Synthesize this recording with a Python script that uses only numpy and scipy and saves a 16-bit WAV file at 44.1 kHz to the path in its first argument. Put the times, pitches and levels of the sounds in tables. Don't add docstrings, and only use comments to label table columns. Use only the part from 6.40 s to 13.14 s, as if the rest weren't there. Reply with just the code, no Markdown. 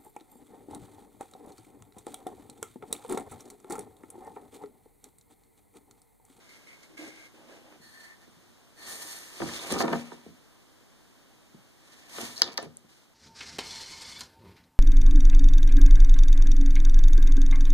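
import sys
import numpy as np
from scipy import signal
from scipy.fft import rfft, irfft, next_fast_len
from scipy.io import wavfile
from scipy.ndimage import uniform_filter1d

SR = 44100
rng = np.random.default_rng(int(sys.argv[2]) if len(sys.argv) > 2 else 0)


def transcribe(signal):
    frames = np.atleast_2d(signal).T
    limited = np.clip(frames, -1, 1)
    pcm = np.round(limited * 32767).astype(np.int16)
    wavfile.write(sys.argv[1], SR, pcm)


N = 297234
TIME_S = np.arange(N) / SR
RING_S = TIME_S[:SR * 3 // 5]

# freq_hz, density_db
ROOM_SPECTRUM = [(25, -5), (100, 1), (300, 2.5), (500, -4), (1000, -7.5), (2000, -11), (4000, -12.5),
                 (8000, -16), (15000, -23), (16000, -52.5)]
FRICTION_SPECTRUM = [(40, -15), (90, -10), (170, -2), (350, 3.5), (600, 1.5), (950, -2), (1800, -6.5),
                     (2800, -3.5), (6000, -31), (16000, -60)]
HISS_SPECTRUM = [(200, -3.5), (700, -7.5), (1300, 2), (2400, 0.5), (4000, 3.5), (6500, 1.5), (9300, -3),
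                 (11500, -8.5), (15000, -15.5), (16000, -47)]
CLATTER_SPECTRUM = [(40, -30), (100, -33.5), (200, -11), (400, 4.5), (900, -1), (1800, 2.5), (2800, 2),
                    (6000, 9), (16000, -10)]
# freq_hz, correlation
ROOM_CORRELATION = [(60, -0.81), (170, -0.72), (340, 0.39), (700, 0.26), (16000, -0.083)]
BENCH_CORRELATION = [(60, -0.26), (140, 0.0022), (300, 0.86), (700, 0.8), (1400, -0.38), (2500, -0.18),
                     (16000, 0.059)]
# start_s, length_s, wood_db, hiss_db, squeak_db, low_squeak_db, groan_db
STROKES = [(0.0, 0.46, -70, -65.5, -69, -75, -80), (0.086, 0.085, -84, -60, -61, -85, -84),
           (0.265, 0.081, -82, -64, -56, -85, -74), (0.425, 0.012, -76, -58, -60, -85, -82),
           (0.491, 0.061, -72, -78, -74, -85, -56.5), (0.565, 0.3, -66, -59, -57.5, -65, -66.5),
           (0.57, 0.011, -75, -53.5, -49, -55, -80), (0.587, 0.1, -53, -53.5, -55.5, -62, -45.5),
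           (0.69, 0.086, -69, -73, -68, -72, -58), (0.937, 0.42, -59.5, -71, -97, -90, -64),
           (1.081, 0.093, -57, -63, -89, -68, -63)]
# pitch_hz, width_hz, level_db
NEAR_BODY_PEAKS = [(245, 22, 4), (376, 52, 0), (508, 75, 3.5), (657, 51, -3), (820, 27, -3), (950, 17, -14)]
NEAR_SQUEAK_PEAKS = [(2130, 120, 0)]
NEAR_LOW_SQUEAK_PEAKS = [(1640, 62, 0)]
NEAR_GROAN_PEAKS = [(313, 14, 0)]
FAR_SQUEAK_PEAKS = [(1797, 32, 10), (1870, 220, -4)]
FAR_HIGH_SQUEAK_PEAKS = [(4370, 70, 0)]
FIBRE_PEAKS = [(3640, 1300, 10), (8200, 1000, -1.5)]
EDGE_PEAKS = [(4570, 290, 9.5), (5620, 2130, 3)]
# pitch_hz, level_db, t60_s
FAR_MODES = [(87, -7.5, 0.267), (155.2, -5.5, 0.36), (188, -2.5, 0.33), (237.7, -6.5, 0.4),
             (279, -7.5, 0.14), (318, -5, 0.23), (352.3, -1, 0.41), (402, -8, 0.36), (451, -13.5, 0.13),
             (544.7, -9, 0.16), (683, -8.5, 0.175), (785, -8, 0.14), (950, -9.5, 0.067), (963, -12.5, 0.14),
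             (1088, -13.5, 0.049), (1220, -4.5, 0.056), (1338, -12, 0.056), (1570, -23.5, 0.06),
             (1780, -9.5, 0.18), (2265, -5, 0.022)]
# start_s, level_db, low_hz, high_hz, favoured_hz, grip_t60_s
BENCH_KNOCKS = [(1.268, -51, 900, 1900, 1570, .2), (1.3225, -44, 400, 1800, 1110, .2),
                (3.0008, -22.5, 80, 1200, 352, .3), (3.017, -17, 130, 1140, 353, .9),
                (3.036, -24, 100, 600, 353, .6), (3.089, -31, 700, 2200, 1790, .3),
                (3.303, -28, 200, 1900, 690, .4), (3.3225, -15.5, 65, 600, 88, .2),
                (3.339, -23, 90, 1300, 790, .4), (3.354, -20.5, 85, 695, 282, .3),
                (3.400, -25, 600, 1500, 1110, .25), (3.403, -14, 330, 1500, 790, .9),
                (3.413, -19, 400, 1700, 950, .9), (3.435, -15, 220, 900, 354, .9),
                (3.441, -19, 300, 1300, 554, .9), (3.4785, -19, 200, 1670, 955, .5),
                (3.500, -25, 180, 700, 188, .9), (3.514, -20, 190, 700, 317, .9),
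                (3.524, -27, 700, 1910, 1790, .8), (3.5295, -12.5, 190, 1400, 650, .25),
                (3.553, -21, 150, 1100, 236, .3), (3.7175, -28, 160, 1010, 940, .3),
                (5.7825, -26, 300, 1700, 1110, .3), (5.801, -33, 200, 1200, 790, .3),
                (6.018, -20.5, 380, 2700, 554, .9), (6.177, -20, 700, 2800, 1790, .5),
                (6.1845, -16.5, 380, 950, 554, .4), (6.226, -26, 160, 750, 411, .5),
                (6.255, -29, 130, 700, 153, .5)]
# start_s, level_db, favoured_hz
HAND_BUMPS = [(1.392, -32.5, 145), (1.459, -41, 88), (1.875, -35, 147), (1.964, -38, 147),
              (3.862, -24, 400), (3.885, -28.5, 145), (5.142, -29.5, 147), (5.826, -21, 240),
              (6.234, -37, 151), (6.443, -30.5, 256)]
# start_s, attack_s, hold_s, release_s, wood_db, hiss_db, squeak_db, high_squeak_db, sizzle_db
FAR_SLIDES = [(1.403, 0.02, 0.24, 0.065, -87, -66, -62.5, -62.5, -65.5),
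              (1.523, 0.038, 0.17, 0.054, -87, -64.5, -55, -74, -74),
              (1.56, 0.042, 0.037, 0.046, -68, -61, -66, -62, -62),
              (1.797, 0.022, 0.028, 0.033, -62.5, -68, -67, -70, -72),
              (2.342, 0.091, 0.12, 0.12, -53, -54, -55, -55, -56.5),
              (2.445, 0.031, 0.23, 0.68, -50, -49, -55.5, -61, -51),
              (2.465, 0.031, 0.2, 0.24, -70, -67, -68, -59, -46.5),
              (2.852, 0.31, 0.075, 0.14, -44, -41, -73, -77, -70),
              (3.2, 0.036, 0.1, 0.069, -40, -51, -61, -71, -50),
              (3.282, 0.034, 0.054, 0.15, -39.5, -40.5, -55, -63, -55),
              (3.393, 0.0037, 0.022, .014, -38, -49, -49, -58, -43),
              (3.462, 0.048, 0.054, 0.33, -43.5, -49.5, -61, -78, -71),
              (5.287, 0.34, 0.25, .1, -61.5, -59, -65.5, -88, -91),
              (5.644, 0.19, 0.0047, 0.2, -43.5, -41.5, -54, -60, -47),
              (5.939, 0.066, 0.058, 0.066, -47.5, -51, -57, -56, -91),
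              (6.063, 0.013, 0.011, 0.17, -40.5, -63, -57, -66, -82),
              (6.204, 0.018, 0.022, 0.035, -42.5, -52.5, -69, -66, -73),
              (6.477, 0.025, 0.087, 0.15, -67, -60.5, -77, -77, -85)]
# start_s, attack_s, hold_s, release_s, level_db
LOOSE_RATTLES = [(3.025, 0.0084, 0.039, 0.068, -42.5), (3.309, .008, 0.12, .06, -34.5),
                 (3.405, 0.02, 0.095, 0.089, -36), (5.783, .01, 0.032, 0.05, -49.5),
                 (6.02, .015, .03, 0.094, -42), (6.195, 0.0084, 0.022, 0.11, -47.5)]
# start_s, level_db, pitch_hz, swell_s, click_db
EDGE_SNAPS = [(3.193, -31.5, 3640, 0.0005, -58), (3.305, -29.5, 4030, 0.00026, -40),
              (3.3237, -13.5, 8800, 0.00011, -5), (3.339, -20, 6100, 0.00017, -30),
              (3.408, -28, 4700, 0.00055, -16), (3.4795, -39, 3870, 0.00024, -40),
              (3.53, -52, 4170, 0.000082, -16), (5.7835, -33, 3630, 0.00011, -30),
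              (5.966, -36, 4200, 0.00066, -44), (5.979, -24, 5230, 0.00016, -29.5),
              (6.0188, -17, 1520, 0.00014, -26), (6.0191, -1.8, 4650, .0003, -8),
              (6.0194, -4, 6270, 0.00013, -31), (6.0218, -14.5, 3490, 0.00023, -31),
              (6.0322, -13, 4840, 0.00027, -26), (6.0424, -17.5, 4370, 0.00015, -27),
              (6.0775, -24.5, 4300, 0.00014, -36), (6.1746, -16.5, 4520, 0.00022, -5),
              (6.1781, -7.5, 5600, .00008, -7), (6.228, -26, 8400, 0.00017, -30),
              (6.37, -24, 8280, 0.00011, -30)]
# start_s, length_s, level_db
EDGE_SCRAPES = [(3.38, 0.046, -36), (5.959, 0.045, -45.5), (6.118, 0.024, -48)]
# freq_hz, t60_s
ROOM_DECAY = [(100, 0.48), (300, 0.3), (1000, 0.21), (4000, 0.25), (8000, 0.24), (16000, 0.33)]
# delay_s, level_db
ROOM_ECHOES = [(.013, -23), (.0232, -25)]
# freq_hz, share
PORT_CROSSFEED = [(250, 0.15), (600, 0.69), (1300, 0.49), (2600, 0.78), (5000, 0.31), (8000, 0.5),
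                  (13000, 0.39)]


def amp(db):
    return 10 ** (np.asarray(db) / 20)


def unit(x):
    return x / np.sqrt(np.mean(x ** 2) + 1e-20)


def at_hz(points, hz):
    freq_hz, value = np.transpose(points)
    return np.interp(np.log(np.maximum(hz, 1)), np.log(freq_hz), value)


def fade(t60_s, time_s=RING_S):
    return np.exp(-np.log(1000) * time_s / t60_s)


def butter(x, kind, hz, order=2):
    return signal.sosfilt(signal.butter(order, hz, kind, fs=SR, output="sos"), x)


def add(out, start_s, sound):
    i = round(start_s * SR)
    out[:, i:i + sound.shape[-1]] += sound[..., :N - i]


def envelope(start_s, attack_s, hold_s, release_s):
    t = TIME_S - start_s
    rise = np.sin(np.pi / 2 * np.clip(t / attack_s, 0, 1)) ** 2
    return rise * amp(-20 * np.clip((t - attack_s - hold_s) / release_s, 0, 10))


def power_sum(envelopes, levels_db):
    return np.sqrt(amp(levels_db).T ** 2 @ np.array(envelopes) ** 2)


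def noise(spectrum, correlation, size=N, grain_db=0):
    n = next_fast_len(size)
    hz = np.arange(n // 2 + 1) * SR / n
    slips = np.repeat(rng.standard_normal(n // 32 + 1), 32)[:n]
    white = rng.standard_normal((2, n)) * amp(grain_db * slips)
    mid, side = rfft(white) * amp(at_hz(spectrum, hz))
    alike = at_hz(correlation, hz)
    stereo = np.sqrt(1 + alike) * mid + np.sqrt(1 - alike) * side * [[1], [-1]]
    return unit(irfft(stereo, n)[:, :size])


def resonate(x, peaks):
    out = 0
    for pitch_hz, width_hz, level_db in peaks:
        r = np.exp(-np.pi * width_hz / SR)
        feedback = [1, -2 * r * np.cos(2 * np.pi * pitch_hz / SR), r * r]
        out = out + amp(level_db) * (1 - r * r) * signal.lfilter([1, 0, -1], feedback, x)
    return unit(out)


def room_tone():
    return amp(-59.5) * noise(ROOM_SPECTRUM, ROOM_CORRELATION)


def stick_slip(friction, peaks, evenness=0.48, settle_s=0.012):
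    ring = resonate(friction, peaks)
    power = uniform_filter1d(np.mean(ring ** 2, axis=0), int(settle_s * SR))
    return unit(ring / (np.abs(power) + 1e-9) ** (evenness / 2))


def finger_rubbing(friction, hiss, attack_s=0.0071, release_s=0.04):
    shapes = [envelope(start_s, attack_s, length_s - attack_s, release_s)
              for start_s, length_s, *_ in STROKES]
    wood, bright, squeak, low_squeak, groan = power_sum(shapes, [row[2:] for row in STROKES])
    body = amp(-3.5) * friction + amp(-5.5) * resonate(friction, NEAR_BODY_PEAKS)
    squeaks = squeak * resonate(friction, NEAR_SQUEAK_PEAKS)
    squeaks += low_squeak * resonate(friction, NEAR_LOW_SQUEAK_PEAKS)
    return wood * body + bright * hiss + squeaks + groan * stick_slip(friction, NEAR_GROAN_PEAKS)


def disperse(x, delay_at_1khz_s=0.001306):
    n = next_fast_len(x.shape[-1])
    hz = np.arange(n // 2 + 1) * SR / n
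    return irfft(rfft(x, n) * np.exp(-4j * np.pi * delay_at_1khz_s * np.sqrt(1000 * hz)), n)


def blow(low_hz, high_hz, favoured_hz, split_hz=2200):
    pitch_hz, level_db, _ = np.transpose(FAR_MODES)
    favour_db = 7 * np.exp(-(np.log(pitch_hz / favoured_hz) / 0.076) ** 2)
    strength = amp(level_db + favour_db + 1.5 * rng.standard_normal(len(pitch_hz)))
    phase_rad = rng.uniform(0, 2 * np.pi, len(pitch_hz))
    port_skew_rad = 0.42 * rng.standard_normal(len(pitch_hz)) * np.array([[1], [-1]])
    rings = np.array([fade(t60_s) * np.exp(2j * np.pi * hz * RING_S) for hz, _, t60_s in FAR_MODES])
    modes = ((strength * np.exp(1j * (phase_rad + port_skew_rad))) @ rings).imag
    dense = noise(CLATTER_SPECTRUM, BENCH_CORRELATION, size=len(RING_S))
    clatter = butter(dense, "low", split_hz, order=4) * fade(t60_s=0.055)
    clatter += butter(dense, "high", split_hz, order=4) * fade(t60_s=0.024)
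    return disperse(butter(amp(-13) * modes + amp(2) * clatter, "band", [low_hz, high_hz]))


def knocks():
    out = np.zeros((2, N))
    for start_s, level_db, low_hz, high_hz, favoured_hz, grip_t60_s in BENCH_KNOCKS:
        add(out, start_s, amp(level_db) * fade(grip_t60_s) * blow(low_hz, high_hz, favoured_hz))
    return out


def bumps(low_hz=74.5, high_hz=330, flesh_t60_s=0.077):
    out = np.zeros((2, N))
    for start_s, level_db, favoured_hz in HAND_BUMPS:
        add(out, start_s, amp(level_db) * fade(flesh_t60_s) * blow(low_hz, high_hz, favoured_hz))
    return out


def far_peaks(damping_hz=0):
    return [(hz, np.log(1000) / (np.pi * t60_s) + damping_hz, db) for hz, db, t60_s in FAR_MODES]


def catches(per_s, spread_db=3.0):
    sizes = amp(spread_db * np.minimum(rng.exponential(1, N), 3)) * rng.choice([-1, 1], N)
    return unit(sizes * (rng.random(N) < per_s / SR)) + 1e-18


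def sliding(friction, hiss, sizzle_hz=8500, fibres_per_s=170, surges_per_s=59, surge_db=1.85):
    shapes = [envelope(*row[:4]) for row in FAR_SLIDES]
    wood, bright, squeak, high_squeak, sizzle = power_sum(shapes, [row[4:] for row in FAR_SLIDES])
    body = amp(-6.5) * friction + amp(-10.5) * resonate(friction, far_peaks())
    treble = unit(butter(noise(HISS_SPECTRUM, BENCH_CORRELATION, grain_db=2.0), "high", sizzle_hz))
    snags = np.array([catches(fibres_per_s), catches(fibres_per_s)])
    fibres = amp(-11.5) * resonate(snags, FIBRE_PEAKS)
    grip = amp(surge_db * np.interp(TIME_S * surges_per_s, np.arange(N), rng.standard_normal(N)))
    squeaks = squeak * stick_slip(friction, FAR_SQUEAK_PEAKS)
    squeaks += high_squeak * stick_slip(friction, FAR_HIGH_SQUEAK_PEAKS)
    return wood * body + grip * (bright * (hiss + fibres) + sizzle * treble + squeaks)


def rattling(contacts_per_s=400, side_db=-11, low_hz=163, high_hz=840):
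    mid = catches(contacts_per_s)
    side = amp(side_db) * catches(contacts_per_s) * np.array([[1], [-1]])
    ring = resonate(mid + side, far_peaks(damping_hz=24))
    hollow = unit(butter(butter(ring, "high", low_hz, order=4), "low", high_hz))
    shapes = [envelope(*row[:4]) for row in LOOSE_RATTLES]
    return hollow * power_sum(shapes, [row[4] for row in LOOSE_RATTLES])


def snaps(left_lag_s=0.000066, click_hz=12000, click_t60_s=0.00027, after_t60_s=0.022):
    out = np.zeros((2, N))
    t = np.maximum(TIME_S[:SR // 50] - np.array([[left_lag_s], [0]]), 0)
    click = 0.5 * fade(click_t60_s, t) * np.sin(2 * np.pi * click_hz * t)
    for start_s, level_db, pitch_hz, swell_s, click_db in EDGE_SNAPS:
        phase_rad = 2 * np.pi * pitch_hz * t
        crack = (t / swell_s / 2) ** 2 * np.exp(2 - t / swell_s) * np.sin(phase_rad)
        after_ring = amp(-17) * fade(after_t60_s, t) * np.sin(0.87 * phase_rad)
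        add(out, start_s, amp(level_db) * (crack + after_ring) + amp(click_db) * click)
    return out


def scraping(catches_per_s=820, attack_s=0.0017, release_s=0.0044):
    shapes = [envelope(start_s, attack_s, length_s - attack_s, release_s)
              for start_s, length_s, _ in EDGE_SCRAPES]
    slips = np.array([catches(catches_per_s), catches(catches_per_s)])
    return power_sum(shapes, [row[2] for row in EDGE_SCRAPES]) * resonate(slips, EDGE_PEAKS)


def workshop(x, wet_db):
    edges_hz = np.geomspace(40, 18000, 10)
    tail_spectrum = [(100, 11.5), (4200, 1.0), (7000, -13.5), (16000, -14)]   # freq_hz, density_db
    diffuse = noise(tail_spectrum, BENCH_CORRELATION, size=len(RING_S))
    tail = 0
    for low_hz, high_hz in zip(edges_hz, edges_hz[1:]):
        t60_s = at_hz(ROOM_DECAY, np.sqrt(low_hz * high_hz))
        tail = tail + butter(diffuse, "band", [low_hz, high_hz]) * fade(t60_s)
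    response = amp(wet_db) * unit(tail) / np.sqrt(len(RING_S))
    for delay_s, level_db in ROOM_ECHOES:
        response[:, round(delay_s * SR)] += amp(level_db)
    return x + signal.fftconvolve(x, response, axes=1)[:, :N]


def widen(x, delay_samples=17):
    n = next_fast_len(N + SR // 100)
    hz = np.arange(n // 2 + 1) * SR / n
    delay = np.exp(-2j * np.pi * hz * delay_samples / SR)
    ports = rfft(x, n)
    return irfft(ports - at_hz(PORT_CROSSFEED, hz) * delay * ports[::-1], n)[:, :N]


def gain_control(x, threshold_db=-8, share=0.3, attack_s=0.0032, recovery_db_per_s=0.9):
    excess_db = np.maximum(20 * np.log10(np.abs(x).max(axis=0) + 1e-9) - threshold_db, 0)
    recovery_db = recovery_db_per_s * TIME_S
    cut_db = np.maximum.accumulate(share * excess_db + recovery_db) - recovery_db
    r = np.exp(-1 / (attack_s * SR))
    return x * amp(-signal.lfilter([1 - r], [1, -r], cut_db))


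def scene():
    background = room_tone()
    friction = noise(FRICTION_SPECTRUM, BENCH_CORRELATION, grain_db=2.0)
    hiss = noise(HISS_SPECTRUM, BENCH_CORRELATION, grain_db=2.0)
    rubbing = finger_rubbing(friction, hiss) + sliding(friction, hiss)
    body = workshop(knocks() + bumps() + rattling(), wet_db=-15.5)
    edge = workshop(snaps() + scraping(), wet_db=-10.0)
    return background + rubbing + body + edge


def record(dry, clip_level=0.88, cutoff_hz=16400):
    wide = gain_control(amp(-0.03) * widen(dry))
    top_cut = signal.cheby2(18, 70, cutoff_hz, fs=SR, output="sos")
    return signal.sosfilt(top_cut, np.clip(wide, -clip_level, clip_level))


dry = scene()
out = record(dry)
transcribe(out)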